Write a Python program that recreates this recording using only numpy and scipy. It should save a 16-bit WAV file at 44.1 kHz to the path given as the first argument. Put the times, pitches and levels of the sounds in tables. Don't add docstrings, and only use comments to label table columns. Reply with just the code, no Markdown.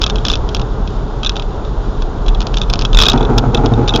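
import sys
import numpy as np
from scipy import signal
from scipy.fft import rfft, irfft, next_fast_len
from scipy.io import wavfile
from scipy.ndimage import uniform_filter1d, map_coordinates

SR = 44100
rng = np.random.default_rng(int(sys.argv[2]) if len(sys.argv) > 2 else 0)


def put_to_file(sound):
    columns = np.atleast_2d(sound).T
    safe = np.clip(columns, -1, 1)
    whole_steps = np.round(safe * 32767)
    wavfile.write(sys.argv[1], SR, whole_steps.astype(np.int16))


N = 176400

# time in seconds, level in dB.
DRONE_FADER = [(0, -23), (.5, -23.5), (.9, -23), (1.3, -28), (1.9, -25.5), (2.4, -26), (2.9, -21),
               (3.3, -25), (4, -20.5)]
RUSH_FADER = [(0, -24), (.6, -25), (1.1, -25.5), (1.9, -25.5), (2.5, -24.5), (2.9, -23.5), (3.2, -21.5),
              (4, -21)]
BOOM_FADER = [(0, -15.5), (.9, -17.5), (1.6, -19), (2.2, -18), (2.6, -14), (3.3, -13), (4, -17)]
# frequency in Hz, relative level in dB.
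DRONE_EQ = [(35, -27), (62, -0.5), (80, 1.5), (100, -0.5), (128, 0.5), (155, -7.5), (200, -13.5),
            (400, -49.5)]
RUSH_EQ = [(90, -22), (160, -9), (195, -5), (230, -9), (300, -9.5), (380, -9.5), (428, -5), (480, -14),
           (700, -14.5), (830, -15), (950, -16), (1400, -21.5), (1750, -33), (2200, -41), (4000, -51.5)]
HISS_EQ = [(800, -13), (2100, -4), (2900, 4.5), (3550, 10), (4400, 1.5), (5300, 0), (6300, -6.5),
           (7200, -2.5)]
BOOM_EQ = [(8, -26), (18, -18), (29, -9.5), (38, -2), (46, -7), (62, -22), (90, -48.5), (200, -77.5)]
SCRUB_EQ = [(200, -17), (550, -14.5), (650, -8.5), (740, -1.5), (830, 1.5), (940, -5.5), (1100, -16),
            (1230, -13.5), (1420, -11), (1750, -28.5), (2300, -28), (5000, -40.5)]
TICK_EQ = [(200, -6.5), (800, -1.5), (1400, 1), (2050, -16.5), (2550, -1), (3200, 2.5), (4000, -1),
           (4350, -2.5), (5150, -3.5), (5600, -6), (6800, -12.5), (7600, -17)]
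# start in seconds, relative level in dB, pitch in Hz,
# T60 in seconds.
RUTS = [(1.772, 6.5, 38.5, 0.096), (1.973, -1, 34.2, 0.26), (2.268, 5, 35, 0.31), (2.733, -23, 32, 0.39),
        (2.918, 4.5, 35.4, 0.36)]
# start in seconds, relative level in dB.
KNOCKS = [(3.227, -7), (3.303, -10.5), (3.381, -2), (3.438, 1), (3.576, -9), (3.643, -5), (3.728, -8),
          (3.783, -6.5), (3.946, -9)]
# frequency in Hz, relative level in dB, T60 in seconds.
SUSPENSION_MODES = [(249, -14, 0.084), (476, -13, .05), (776, -6, .025), (842, -7.5, .035),
                    (1290, -17.5, 0.025)]
# start in seconds, relative judder and scrub levels in dB.
BRAKE_STROKES = [(2.944, -18.5, -21), (2.985, -27, -26), (3.054, -18.5, -20), (3.126, -10, -14.5),
                 (3.193, -11, -17), (3.287, -8.5, -17), (3.358, -10, -20), (3.428, -19, -19),
                 (3.46, -10, -35), (3.529, -12.5, -18.5), (3.571, -13.5, -17), (3.632, -8, -15.5),
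                 (3.707, -9, -21.5), (3.771, -7, -19.5), (3.809, -15, -21), (3.903, -19, -20),
                 (3.934, -12, -22), (3.981, -17, -17.5)]
# centre in Hz, width in Hz, relative level in dB.
CHASSIS_MODES = [(114.6, 10.9, 6.5), (142.5, 12, -1), (215, 16, -5), (243.8, 15.3, 2.5), (285.6, 13, -3),
                 (352, 20, -6), (412, 43, -10), (466, 28, -4.5)]
# start in seconds, relative ring and tick levels in dB, pitch in Hz.
PLASTIC_HITS = [(0.0174, -15.5, -14, 3540), (0.0336, -21, -22, 3520), (0.0391, -9.5, -19, 3410),
                (0.065, -16.5, -18, 3440), (0.099, -20.5, -19.5, 3510), (0.1046, -21, -44, 3620),
                (0.1579, -22, -29, 3300), (0.1836, -23.5, -41, 3300), (0.2516, -18, -14.5, 3510),
                (0.2666, -17.5, -25, 3410), (0.2844, -30, -16.5, 3530), (0.2997, -10, -20, 3500),
                (0.3096, -37, -28, 3540), (0.3164, -25, -20, 3530), (0.3297, -30, -23, 3400),
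                (0.336, -12.5, -27, 3460), (0.3556, -29, -23, 3640), (0.4904, -27.5, -29.5, 3190),
                (0.5478, -19.5, -18.5, 3380), (0.5672, -27, -27, 3450), (0.5968, -34, -27, 3400),
                (0.6165, -29, -30.5, 3700), (0.8758, -32, -33, 3430), (1.233, -19, -25.5, 3300),
                (1.2478, -16, -25, 3440), (1.2619, -12, -43, 3540), (1.2691, -13.5, -36, 3560),
                (1.2948, -15.5, -19.5, 3470), (1.357, -24, -35, 3360), (1.3665, -22, -23.5, 3550),
                (1.3968, -21.5, -29, 3350), (1.4229, -30, -34, 3420), (1.65, -34, -41, 3540),
                (2.022, -31, -29.5, 3350), (2.2633, -28.5, -32, 3350), (2.2825, -22, -24.5, 3400),
                (2.289, -23.5, -47, 3420), (2.3478, -24.5, -36, 3400), (2.4058, -37, -21.5, 3580),
                (2.4172, -31, -24, 3460), (2.4694, -43, -22.5, 3660), (2.5423, -27, -22, 3330),
                (2.571, -17.5, -18.5, 3520), (2.5842, -42, -25.5, 3450), (2.6158, -13.5, -23, 3500),
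                (2.633, -24, -43, 3520), (2.6999, -20, -20, 3430), (2.731, -39.5, -26, 3520),
                (2.7368, -27, -14, 3560), (2.792, -40, -20.5, 3300), (2.8122, -35, -22, 3350),
                (2.821, -25, -21.5, 3520), (2.8509, -12.5, -19.5, 3340), (2.931, -21.5, -24, 3510),
                (2.9474, -11, -22, 3590), (2.9716, -9.5, -15, 3510), (2.9884, -5, -9, 3470),
                (3.0017, -5, -25.5, 3420), (3.0154, -11, -11.5, 3430), (3.0222, -6.5, -7, 3290),
                (3.0355, -9.5, -12, 3620), (3.0556, -9, -17.5, 3360), (3.065, -5, -19, 3700),
                (3.085, -5, -7.5, 3460), (3.0987, -5.5, -12, 3690), (3.1186, -14.5, -21, 3350),
                (3.1335, -22.5, -24, 3520), (3.1763, -20.5, -34, 3460), (3.208, -23, -50, 3360),
                (3.2285, -25.5, -36, 3520), (3.25, -22.5, -44, 3450), (3.38, -23, -17.5, 3570),
                (3.3835, -17, -13, 3660), (3.5469, -9.5, -20, 3370), (3.5734, -20, -42, 3540),
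                (3.6605, -22, -23.5, 3410), (3.7373, -23.5, -43, 3680), (3.878, -15.5, -23, 3580),
                (3.8836, -15, -19.5, 3660), (3.8918, -10.5, -36, 3560), (3.9049, -21.5, -50, 3590),
                (3.9383, -14.5, -32, 3300), (3.9492, -15.5, -36, 3130), (3.9602, -15, -12.5, 3370)]
# frequency in Hz, relative level in dB, T60 in seconds.
PLASTIC_MODES = [(1242, -18.5, 0.036), (1538, -20.5, 0.026), (2597, -16, 0.028), (3010, -20, 0.013),
                 (3840, -8.5, 0.019), (5224, -18.5, 0.012), (5840, -12.5, 0.0087), (6880, -21.5, .012)]


def amp(db):
    return 10 ** (np.asarray(db) / 20)


def unit(x):
    return x / np.sqrt(np.mean(x ** 2) + 1e-20)


def eq_gain(eq, hz):
    points_hz, points_db = np.transpose(eq)
    return amp(np.interp(np.log(hz + 1), np.log(points_hz + 1), points_db))


def fader(rows):
    return np.interp(np.arange(N) / SR, *np.transpose(rows))


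def wobble(per_s):
    return map_coordinates(rng.standard_normal(int(N * per_s / SR) + 4), [np.arange(N) * per_s / SR])


def filtered(x, response):
    size = next_fast_len(N + SR // 2)
    return irfft(rfft(x, size) * response(np.fft.rfftfreq(size, 1 / SR)), size)[:N]


def minimum_phase_eq(x, eq, size=2048):
    cepstrum = irfft(np.log(eq_gain(eq, np.fft.rfftfreq(size, 1 / SR))))
    cepstrum[1:size // 2] *= 2
    cepstrum[size // 2 + 1:] = 0
    return signal.fftconvolve(x, irfft(np.exp(rfft(cepstrum))))[:N]


def noise(eq):
    return unit(filtered(rng.standard_normal(N), lambda hz: eq_gain(eq, hz)))


def decay(t, t60):
    return np.exp(-np.log(1000) * t / t60)


def mode(t, hz, db, t60, phase_turns=0):
    return amp(db) * decay(t, t60) * np.sin(2 * np.pi * (hz * t + phase_turns))


def add(out, start_s, sound):
    part = out[max(round(start_s * SR), 0):][:len(sound)]
    part += sound[:len(part)]


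def steadied(x, window_s):
    power = np.abs(uniform_filter1d(x ** 2, int(window_s * SR)))
    return unit(x / np.sqrt(power + 1e-9))


def road_bed():
    drone = amp(fader(DRONE_FADER)) * steadied(noise(DRONE_EQ), window_s=0.18)
    rush = amp(fader(RUSH_FADER) + 0.8 * wobble(per_s=14)) * noise(RUSH_EQ)
    hiss = amp(-43 + 0.87 * wobble(per_s=15)) * noise(HISS_EQ)
    return drone + rush + hiss


def cabin_boom(rise_s=0.031):
    out = amp(fader(BOOM_FADER)) * steadied(noise(BOOM_EQ), window_s=0.19)
    t = np.arange(SR // 2) / SR
    attack = 1 - np.exp(-t / rise_s)
    for start, db, hz, t60 in RUTS:
        add(out, start, attack * mode(t, hz, db + 3.5, t60))
    return out


def suspension_knocks(trim_db=-2):
    out, t = np.zeros(N), np.arange(SR // 8) / SR
    for start, knock_db in KNOCKS:
        for k, (hz, db, t60) in enumerate(SUSPENSION_MODES):
            level_db = knock_db + trim_db + db + 2 * rng.normal()
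            add(out, start, (-1) ** k * mode(t, hz * rng.normal(1, 0.032), level_db, t60))
    return out


def tread_slips(per_s=900, spread_db=4.5):
    clicks = (rng.random(N) < per_s / SR) * rng.choice([-1, 1], N)
    return clicks * amp(spread_db * rng.standard_normal(N))


def chassis_response(hz):
    return sum((-1) ** k * amp(db) * 1j * hz * width / (centre ** 2 - hz ** 2 + 1j * hz * width)
               for k, (centre, width, db) in enumerate(CHASSIS_MODES))


def anti_lock_brakes(rise_s=0.0097, hold_s=0.012, judder_trim_db=-1, scrub_trim_db=-2.5):
    judder_power, scrub_power, t = np.zeros(N), np.zeros(N), np.arange(SR // 4) / SR
    stroke = np.minimum(t / rise_s, 1) * decay(np.maximum(t - rise_s - hold_s, 0), t60=0.26)
    for start, judder_db, scrub_db in BRAKE_STROKES:
        add(judder_power, start, (amp(judder_db + judder_trim_db) * stroke) ** 2)
        add(scrub_power, start, (amp(scrub_db + scrub_trim_db) * stroke) ** 2)
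    judder = steadied(filtered(tread_slips(), chassis_response), window_s=0.079)
    scrub = steadied(minimum_phase_eq(tread_slips(), SCRUB_EQ), window_s=0.034)
    return np.sqrt(judder_power) * judder + np.sqrt(scrub_power) * scrub


def dashboard_buzz(start_s=2.96, length_s=0.124, contacts_per_s=850, level_db=-22.5):
    contacts = (rng.random(N) < contacts_per_s / SR) * rng.standard_normal(N)
    swell = np.sin(np.pi * np.clip((np.arange(N) / SR - start_s) / length_s, 0, 1))
    return amp(level_db) * swell * unit(minimum_phase_eq(contacts, TICK_EQ))


def plastic_ring(t, pitch_hz, main_t60_s=0.016, attack_s=0.001):
    modes = [(pitch_hz, 0, main_t60_s)]
    modes += [(hz * rng.normal(1, 0.02), db + 1.5 * rng.normal(), t60) for hz, db, t60 in PLASTIC_MODES]
    tone = sum(mode(t, hz, db, t60, phase_turns=rng.random()) for hz, db, t60 in modes)
    return tone * (1 - np.exp(-t / attack_s))


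def plastic_tick(t):
    tail = rng.standard_normal(len(t)) * decay(t, t60=0.022)
    spike = (t == 0) * rng.choice([-1, 1])
    return spike + amp(-1) * tail / np.linalg.norm(tail)


def plastic_rattles(ring_trim_db=10.5, tick_trim_db=30.5, bite_hz=5220):
    rings, ticks, t = np.zeros(N), np.zeros(N), np.arange(SR // 16) / SR
    for start, ring_db, tick_db, hz in PLASTIC_HITS:
        ring_gain, tick_gain = amp(ring_db + ring_trim_db), amp(tick_db + tick_trim_db)
        add(rings, start, ring_gain * plastic_ring(t, hz))
        chatter_at = start + 0.0025 * rng.uniform(0.494, 2)
        add(rings, chatter_at, ring_gain * amp(-5.5) * plastic_ring(t, hz * rng.normal(1, 0.021)))
        add(ticks, start, tick_gain * plastic_tick(t))
        bite_db = 1.466 * tick_db + 16
        add(rings, start, mode(t, bite_hz * rng.normal(1, 0.02), bite_db, t60=0.0074))
        graze_at = start - 0.002 * rng.uniform(0.77, 2)
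        add(ticks, graze_at, tick_gain * amp(-17) * plastic_tick(t))
        settle_at = start + 0.03 * rng.uniform(0.18, 1)
        add(ticks, settle_at, tick_gain * amp(-15.5 + 2.7 * rng.normal()) * plastic_tick(t))
    return rings + minimum_phase_eq(ticks, TICK_EQ)


def scene():
    beds = cabin_boom() + road_bed()
    return (beds + plastic_rattles() + dashboard_buzz() + anti_lock_brakes() + suspension_knocks())[None]


def record(dry, input_ceiling=0.93, overshoot_ceiling=0.91, cutoff_hz=7110, top_hz=15800):
    overloaded = np.clip(dry[0], -input_ceiling, input_ceiling)
    narrow = filtered(overloaded, lambda hz: 1 / np.sqrt(1 + (hz / cutoff_hz) ** 70))
    clipped = np.clip(narrow, -overshoot_ceiling, overshoot_ceiling)
    return filtered(clipped, lambda hz: np.clip((top_hz - hz) / 500 + 0.5, 0, 1))[None]


dry = scene()
out = record(dry)
put_to_file(out)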